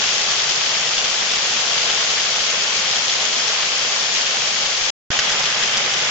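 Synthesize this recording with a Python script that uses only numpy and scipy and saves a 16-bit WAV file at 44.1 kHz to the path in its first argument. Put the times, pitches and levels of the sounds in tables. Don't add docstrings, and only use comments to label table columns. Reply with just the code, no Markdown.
import sys
import numpy as np
from scipy import signal
from scipy.fft import rfft, irfft, next_fast_len
from scipy.io import wavfile
from scipy.ndimage import uniform_filter1d, map_coordinates

SR = 44100
rng = np.random.default_rng(int(sys.argv[2]) if len(sys.argv) > 2 else 0)


def transcribe(signal):
    frames = np.atleast_2d(signal).T
    limited = np.clip(frames, -1, 1)
    pcm = np.round(limited * 32767).astype(np.int16)
    wavfile.write(sys.argv[1], SR, pcm)


N = 269010
STOP_S, RESTART_S = 4.9035, 5.1035


def amp(db):
    return 10 ** (np.asarray(db) / 20)


def unit(x):
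    return x / np.sqrt(np.mean(x ** 2) + 1e-20)


def along(points, hz, axis=1):
    table = np.transpose(points)
    return np.interp(np.log(hz + 1), np.log(table[0] + 1), table[axis])


def wobble(rate):
    knots = rng.standard_normal(int(N * rate / SR) + 4)
    return map_coordinates(knots, [np.arange(N) * rate / SR])


def filtered(x, response):
    m = next_fast_len(N + SR // 2)
    return irfft(rfft(x, m) * response(np.fft.rfftfreq(m, 1 / SR)), m)[..., :N]


PORT_DELAY_S = .00029


def splashes(start, gain, ring_hz, t60, bearing, size, rise_s=0):
    pair = []
    for side in (1, -1):
        arrival = (start + side * bearing * PORT_DELAY_S / 2)[:, None]
        index = np.ceil(arrival * SR).astype(int) + np.arange(size)
        t = index / SR - arrival
        decay = np.exp(-np.log(1000) * t / t60[:, None])
        ring = decay * np.cos(2 * np.pi * ring_hz[:, None] * t)
        if rise_s:
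            ring = ring * (1 - np.exp(-t / rise_s))
        weighted = gain(side)[:, None] * ring
        summed = np.bincount(np.clip(index, 0, N).ravel(), weighted.ravel(), N + 1)
        pair.append(summed[:N])
    return np.array(pair)


# f/Hz, level per Hz/dB
RAIN_COLOUR = [(30, -40.5), (70, -24), (140, -14.5), (250, -11.5), (400, -8.5), (540, -7), (700, -7),
               (1200, -6), (2000, -4), (2750, -3.1), (3300, -1.85), (3800, -4), (4600, -3), (5400, -2.5),
               (5900, -4.5), (6700, -4.5), (7100, -6.5), (7400, -14.5), (7700, -12.5)]
# f/Hz, left minus right level/dB
MICROPHONE_DIFFERENCE = [(100, -8.5), (400, -6.5), (1000, -3.5), (1500, -3), (2000, 3.5), (2600, 6.5),
                         (3250, 10.5), (3900, 2.5), (5300, 5), (7000, 3)]
# f/Hz, left level/dB, right level/dB
LAWN_COLOUR = [(100, 4, 4), (450, 1, 1.5), (1100, 2, 1.5), (2100, 1, 4), (2600, 1, 0.5), (3370, 0, 3),
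               (4220, -2, -3), (5000, -2.5, 0.5), (7000, -1, -1.5)]
LEFT_LEAD_S = .00004
RAIN_DB, EASE_DB_PER_S = -17.5, 0.0968


def rain():
    ticks = patter(count=4000, low_hz=2000, high_hz=7500, t60=.002, spread_db=8, size=128)
    taps = patter(count=1200, low_hz=500, high_hz=3600, t60=.005, spread_db=10.5, size=384)
    pings = patter(count=600, low_hz=3100, high_hz=3500, t60=.011, spread_db=12, size=1024)
    far = wash(patchy_db=.6)
    mixed = far + amp(-9) * ticks + amp(-17.0) * taps + amp(-23.5) * pings
    side = np.array([[.5], [-.5]])

    def colour(hz):
        level_db = along(RAIN_COLOUR, hz) + side * along(MICROPHONE_DIFFERENCE, hz)
        return amp(level_db) * np.exp(2j * np.pi * hz * side * LEFT_LEAD_S)

    def lawn(hz):
        return amp([along(LAWN_COLOUR, hz, axis=1), along(LAWN_COLOUR, hz, axis=2)])

    paving_view = filtered(mixed, colour)
    lawn_view = filtered(paving_view, lawn)
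    t = np.arange(N) / SR
    swell_db = 0.15 * wobble(2.3) + 0.22 * wobble(22)
    level_db = RAIN_DB - EASE_DB_PER_S * t + swell_db
    return amp(level_db) * unit(np.where(t > STOP_S, lawn_view, paving_view))


def patter(count, low_hz, high_hz, t60, spread_db, size):
    when, pitch, place, life, shade, nearness = rng.random((count, 6)).T

    def gain(side):
        return amp(spread_db * nearness ** 2 + side * 7.5 * (shade - 1.0))

    ring_hz = low_hz + (high_hz - low_hz) * pitch
    bearing = 2 * place - 1
    return unit(splashes(when * N / SR, gain, ring_hz, t60 * (.5 + life), bearing, size))


def wash(patchy_db):
    z = signal.stft(rng.standard_normal((2, N)), nperseg=512)[2]
    field = uniform_filter1d(rng.standard_normal(z.shape[1:]), size=9, axis=0)
    field = uniform_filter1d(field, size=7, axis=1)
    pair = signal.istft(z * amp(patchy_db * unit(field)), nperseg=512)[1][:, :N]

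    def mid_side(hz):
        coherence = np.clip(0.1 + 0.85 * np.exp(-(hz / 1300) ** 3), 0, 1)
        angle = np.arccos(coherence) / 2
        return np.array([np.cos(angle), np.sin(angle)])

    mid, side = filtered(pair, mid_side)
    return unit(np.array([mid + side, mid - side]))


# t/s, crack level/dB, ring level/dB, ring f/Hz, knock level/dB, spray level/dB, wall echo delay/s
BIGGEST_DROPS = [(.0406, -6, -8.5, 2750, -13, -17, .0068), (.0902, -3, -9, 3130, -19, -17, .0052),
                 (.1465, -9, -16, 3200, -28, -15, .005), (.3011, -4, -18, 3300, -24, -19, .0059),
                 (.3127, -6, -13, 3300, -17, -15, .0053), (.4919, -8, -15, 3200, -16, -11.5, .0054),
                 (.661, -8, -14, 2860, -20, -16, .0045), (.7427, -7, -14, 3100, -24, -20, .005),
                 (.9693, -5, -15, 3450, -26, -19, .0058), (.9803, -8, -8.5, 3400, -19, -14, .0045),
                 (1.045, -9, -9, 3130, -26, -16, .005), (1.1132, -9, -18, 3300, -28, -16, .005),
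                 (1.1436, -6, -12, 3100, -16, -17, .0058), (1.2205, -11, -17, 3200, -16, -16, .0045),
                 (1.3135, -6, -14, 3730, -24, -19, .005), (1.336, -6, -13, 2700, -24, -18, .005),
                 (1.358, -8, -18, 3300, -28, -15, .005), (1.385, -7, -12, 3300, -26, -17, .005),
                 (1.5212, -12, -10, 3450, -26, -20, .005), (1.8177, -4, -18, 3500, -26, -18, .0052),
                 (1.9009, -9, -8, 3250, -16, -17, .0052), (2.1032, -2, -15, 3100, -22, -19, .0055),
                 (2.4045, -6, -8.5, 3070, -13.5, -16, .005), (2.5007, -8, -22, 3300, -28, -15, .005),
                 (2.7667, -6, -22, 3300, -28, -13.5, .005), (2.9595, -10, -11, 3250, -21, -19, .007),
                 (3.0917, -9, -11, 3400, -28, -19, .005), (3.3265, -9, -13, 3200, -28, -16, .005),
                 (3.3372, -5, -16, 2970, -24, -20, .005), (3.4769, -2, -26, 3300, -26, -17, .0047),
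                 (3.629, -6, -15, 3000, -13.5, -16, .005), (4.2105, -7, -13, 3100, -20, -17, .0046),
                 (4.2626, -6, -14, 2640, -24, -19, .005), (4.6563, -8, -13, 3000, -21, -17, .005),
                 (5.1758, -5, -18, 3120, -26, -20, .005), (5.19, 2.5, -4.5, 2950, -4.5, -10.5, .0046),
                 (5.2973, -2, -17, 3500, -17, -18, .0047), (5.3168, -2, -19, 2900, -26, -15, .0046),
                 (5.3952, -6, -22, 3200, -21, -16, .005), (5.4354, 0, -17, 3300, -28, -14.5, .0046),
                 (5.4558, -7, -17, 3200, -22, -15, .005), (5.6183, -6, -18, 3200, -24, -20, .008),
                 (5.6262, -4, -8.5, 3450, -18, -14.5, .0048), (5.6358, -13, -13, 3100, -26, -21, .005),
                 (5.6771, -11, -11, 3140, -24, -21, .005), (5.7717, .5, -12, 3460, -17, -17, .0046),
                 (5.938, -3, -15, 3100, -22, -19, .0047)]
DROP_PAN_DB = 2.5
CRACK_HZ, CRACK_SCATTER_OCT, CRACK_T60_S = 5200, .08, .0014
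KNOCK_HZ, KNOCK_SCATTER_OCT, KNOCK_T60_S = 1700, .06, .0075
RING_T60_S = .0085
RING_LAG_S, KNOCK_LAG_S = .0002, .0007
ECHO_DB, ECHO_T60_S, BODY_ECHO_DB = -2, .0019, -6
CRACK_RISE_S, BODY_RISE_S = .00003, .00013
SPRAY_S, SPRAY_FADE_DB, DROPLET_T60_S = .014, 5, .0034
DROPLET_LOW_HZ, DROPLET_HIGH_HZ = 2700, 6800


def near_drops(lesser_count, droplets):
    drops = np.vstack([BIGGEST_DROPS, lesser_drops(lesser_count)])
    s, crack_db, ring_db, ring_hz, knock_db, spray_db, echo_s = np.transpose(drops)
    bearing, each = rng.uniform(-0.019, 0.08, len(s)), np.ones(len(s))

    def panned(db):
        return lambda side: amp(db + side * DROP_PAN_DB / 2)

    def crack(at, db, t60):
        return splashes(at, panned(db), crack_hz, t60 * each, bearing, size=128, rise_s=CRACK_RISE_S)

    def body(lag_s, level_db, hz, t60):
        paths = [(s, 0), (s + echo_s, BODY_ECHO_DB)]
        return sum(splashes(at + lag_s, panned(level_db + db), hz, t60 * each, bearing,
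                            size=512, rise_s=BODY_RISE_S) for at, db in paths)

    crack_hz = CRACK_HZ * 2 ** rng.normal(0, CRACK_SCATTER_OCT, len(s))
    cracks = crack(s, crack_db, CRACK_T60_S)
    echoes = crack(s + echo_s, crack_db + ECHO_DB, ECHO_T60_S)
    knock_hz = KNOCK_HZ * 2 ** rng.normal(0, KNOCK_SCATTER_OCT, len(s))
    rings = body(RING_LAG_S, ring_db, ring_hz, RING_T60_S)
    knocks = body(KNOCK_LAG_S, knock_db, knock_hz, KNOCK_T60_S)
    parent = np.repeat(np.arange(len(s)), droplets)
    flight, pitch, place = rng.random((len(parent), 3)).T
    droplet_db = spray_db[parent] - SPRAY_FADE_DB * flight
    droplet_hz = DROPLET_LOW_HZ * (DROPLET_HIGH_HZ / DROPLET_LOW_HZ) ** pitch
    spray = splashes(s[parent] + SPRAY_S * flight, panned(droplet_db), droplet_hz,
                     DROPLET_T60_S * each[parent], place - .5, size=256, rise_s=CRACK_RISE_S)
    return cracks + echoes + rings + knocks + spray


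# lowest, highest; one row each for
# crack level/dB, ring level/dB, ring f/Hz, knock level/dB, spray level/dB, wall echo delay/s
LESSER_RANGES = [(-19, -13), (-26, -17), (3050, 3550), (-32, -21), (-22, -16), (.0044, .006)]


def lesser_drops(count):
    when, *shares = rng.random((count, 1 + len(LESSER_RANGES))).T
    columns = [low + (high - low) * share for (low, high), share in zip(LESSER_RANGES, shares)]
    return np.transpose([when * N / SR] + columns)


# t/s, peak rumble level/dB
CAMERA_NUDGES = [(1.47, -59), (3.67, -58), (4.66, -45), (4.83, -40.5), (5.16, -58), (5.79, -54),
                 (5.95, -60)]
HOLD_DB, HOLD_DB_PER_S = -71, 0.8
NUDGE_ATTACK_S, NUDGE_RELEASE_S = .025, 0.03


def handling():
    shake = rng.standard_normal(N) + 0.89 * rng.standard_normal((2, N))
    # f/Hz, relative level/dB
    colour = [(15, -1.5), (45, -8.5), (110, -11.5), (300, -54.5), (1000, -120)]
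    rumble = filtered(shake, lambda hz: amp(along(colour, hz)))
    t = np.arange(N) / SR
    nudges = 0
    for s, db in CAMERA_NUDGES:
        distance = np.maximum((s - t) / NUDGE_ATTACK_S, (t - s) / NUDGE_RELEASE_S)
        nudges = nudges + amp(db) * np.exp(-distance)
    return (amp(HOLD_DB + HOLD_DB_PER_S * t) + nudges) * unit(rumble)


def scene():
    return rain() + near_drops(lesser_count=30, droplets=18) + handling()


# delay t/s, pulse scale level/dB, time constant t/s
RESTART_PULSES = [(0, -15.5, .0013), (.0009, -14.5, .00011)]


def restart_pop():
    since = np.arange(N) / SR - RESTART_S

    def push(u):
        return u * np.exp(1 - u) * (1 - u / 4)

    return sum(amp(db) * push(np.maximum(since - delay, 0) / decay) for delay, db, decay in RESTART_PULSES)


# centre f/Hz, width f/Hz, level at the centre/dB
CAMERA_NOTCHES = [(299.6, 148, -19.5), (966, 41, -14)]
FADE_OUT_S = .001
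TREBLE_HZ, OVERLOAD, TOP_HZ = 7680, .88, 16000


def record(dry):
    t = np.arange(N) / SR

    def notches(hz):
        dips = [1 - (1 - amp(db)) * 1j * hz * width / (centre ** 2 - hz ** 2 + 1j * hz * width)
                for centre, width, db in CAMERA_NOTCHES]
        return np.prod(dips, axis=0)

    notched = filtered(dry, notches)
    wake_s, fade_in_s = np.array([[.006], [0]]), np.array([[.008], [.002]])
    before = np.clip((STOP_S - t) / FADE_OUT_S, 0, 1)
    after = np.clip((t - RESTART_S - wake_s) / fade_in_s, 0, 1)
    sound = notched * (before + after) + restart_pop()
    dulled = filtered(sound, lambda hz: 1 / np.sqrt(1 + (hz / TREBLE_HZ) ** 120))
    clipped = np.clip(dulled, -OVERLOAD, OVERLOAD)
    return filtered(clipped, lambda hz: hz < TOP_HZ)


dry = scene()
out = record(dry)
transcribe(out)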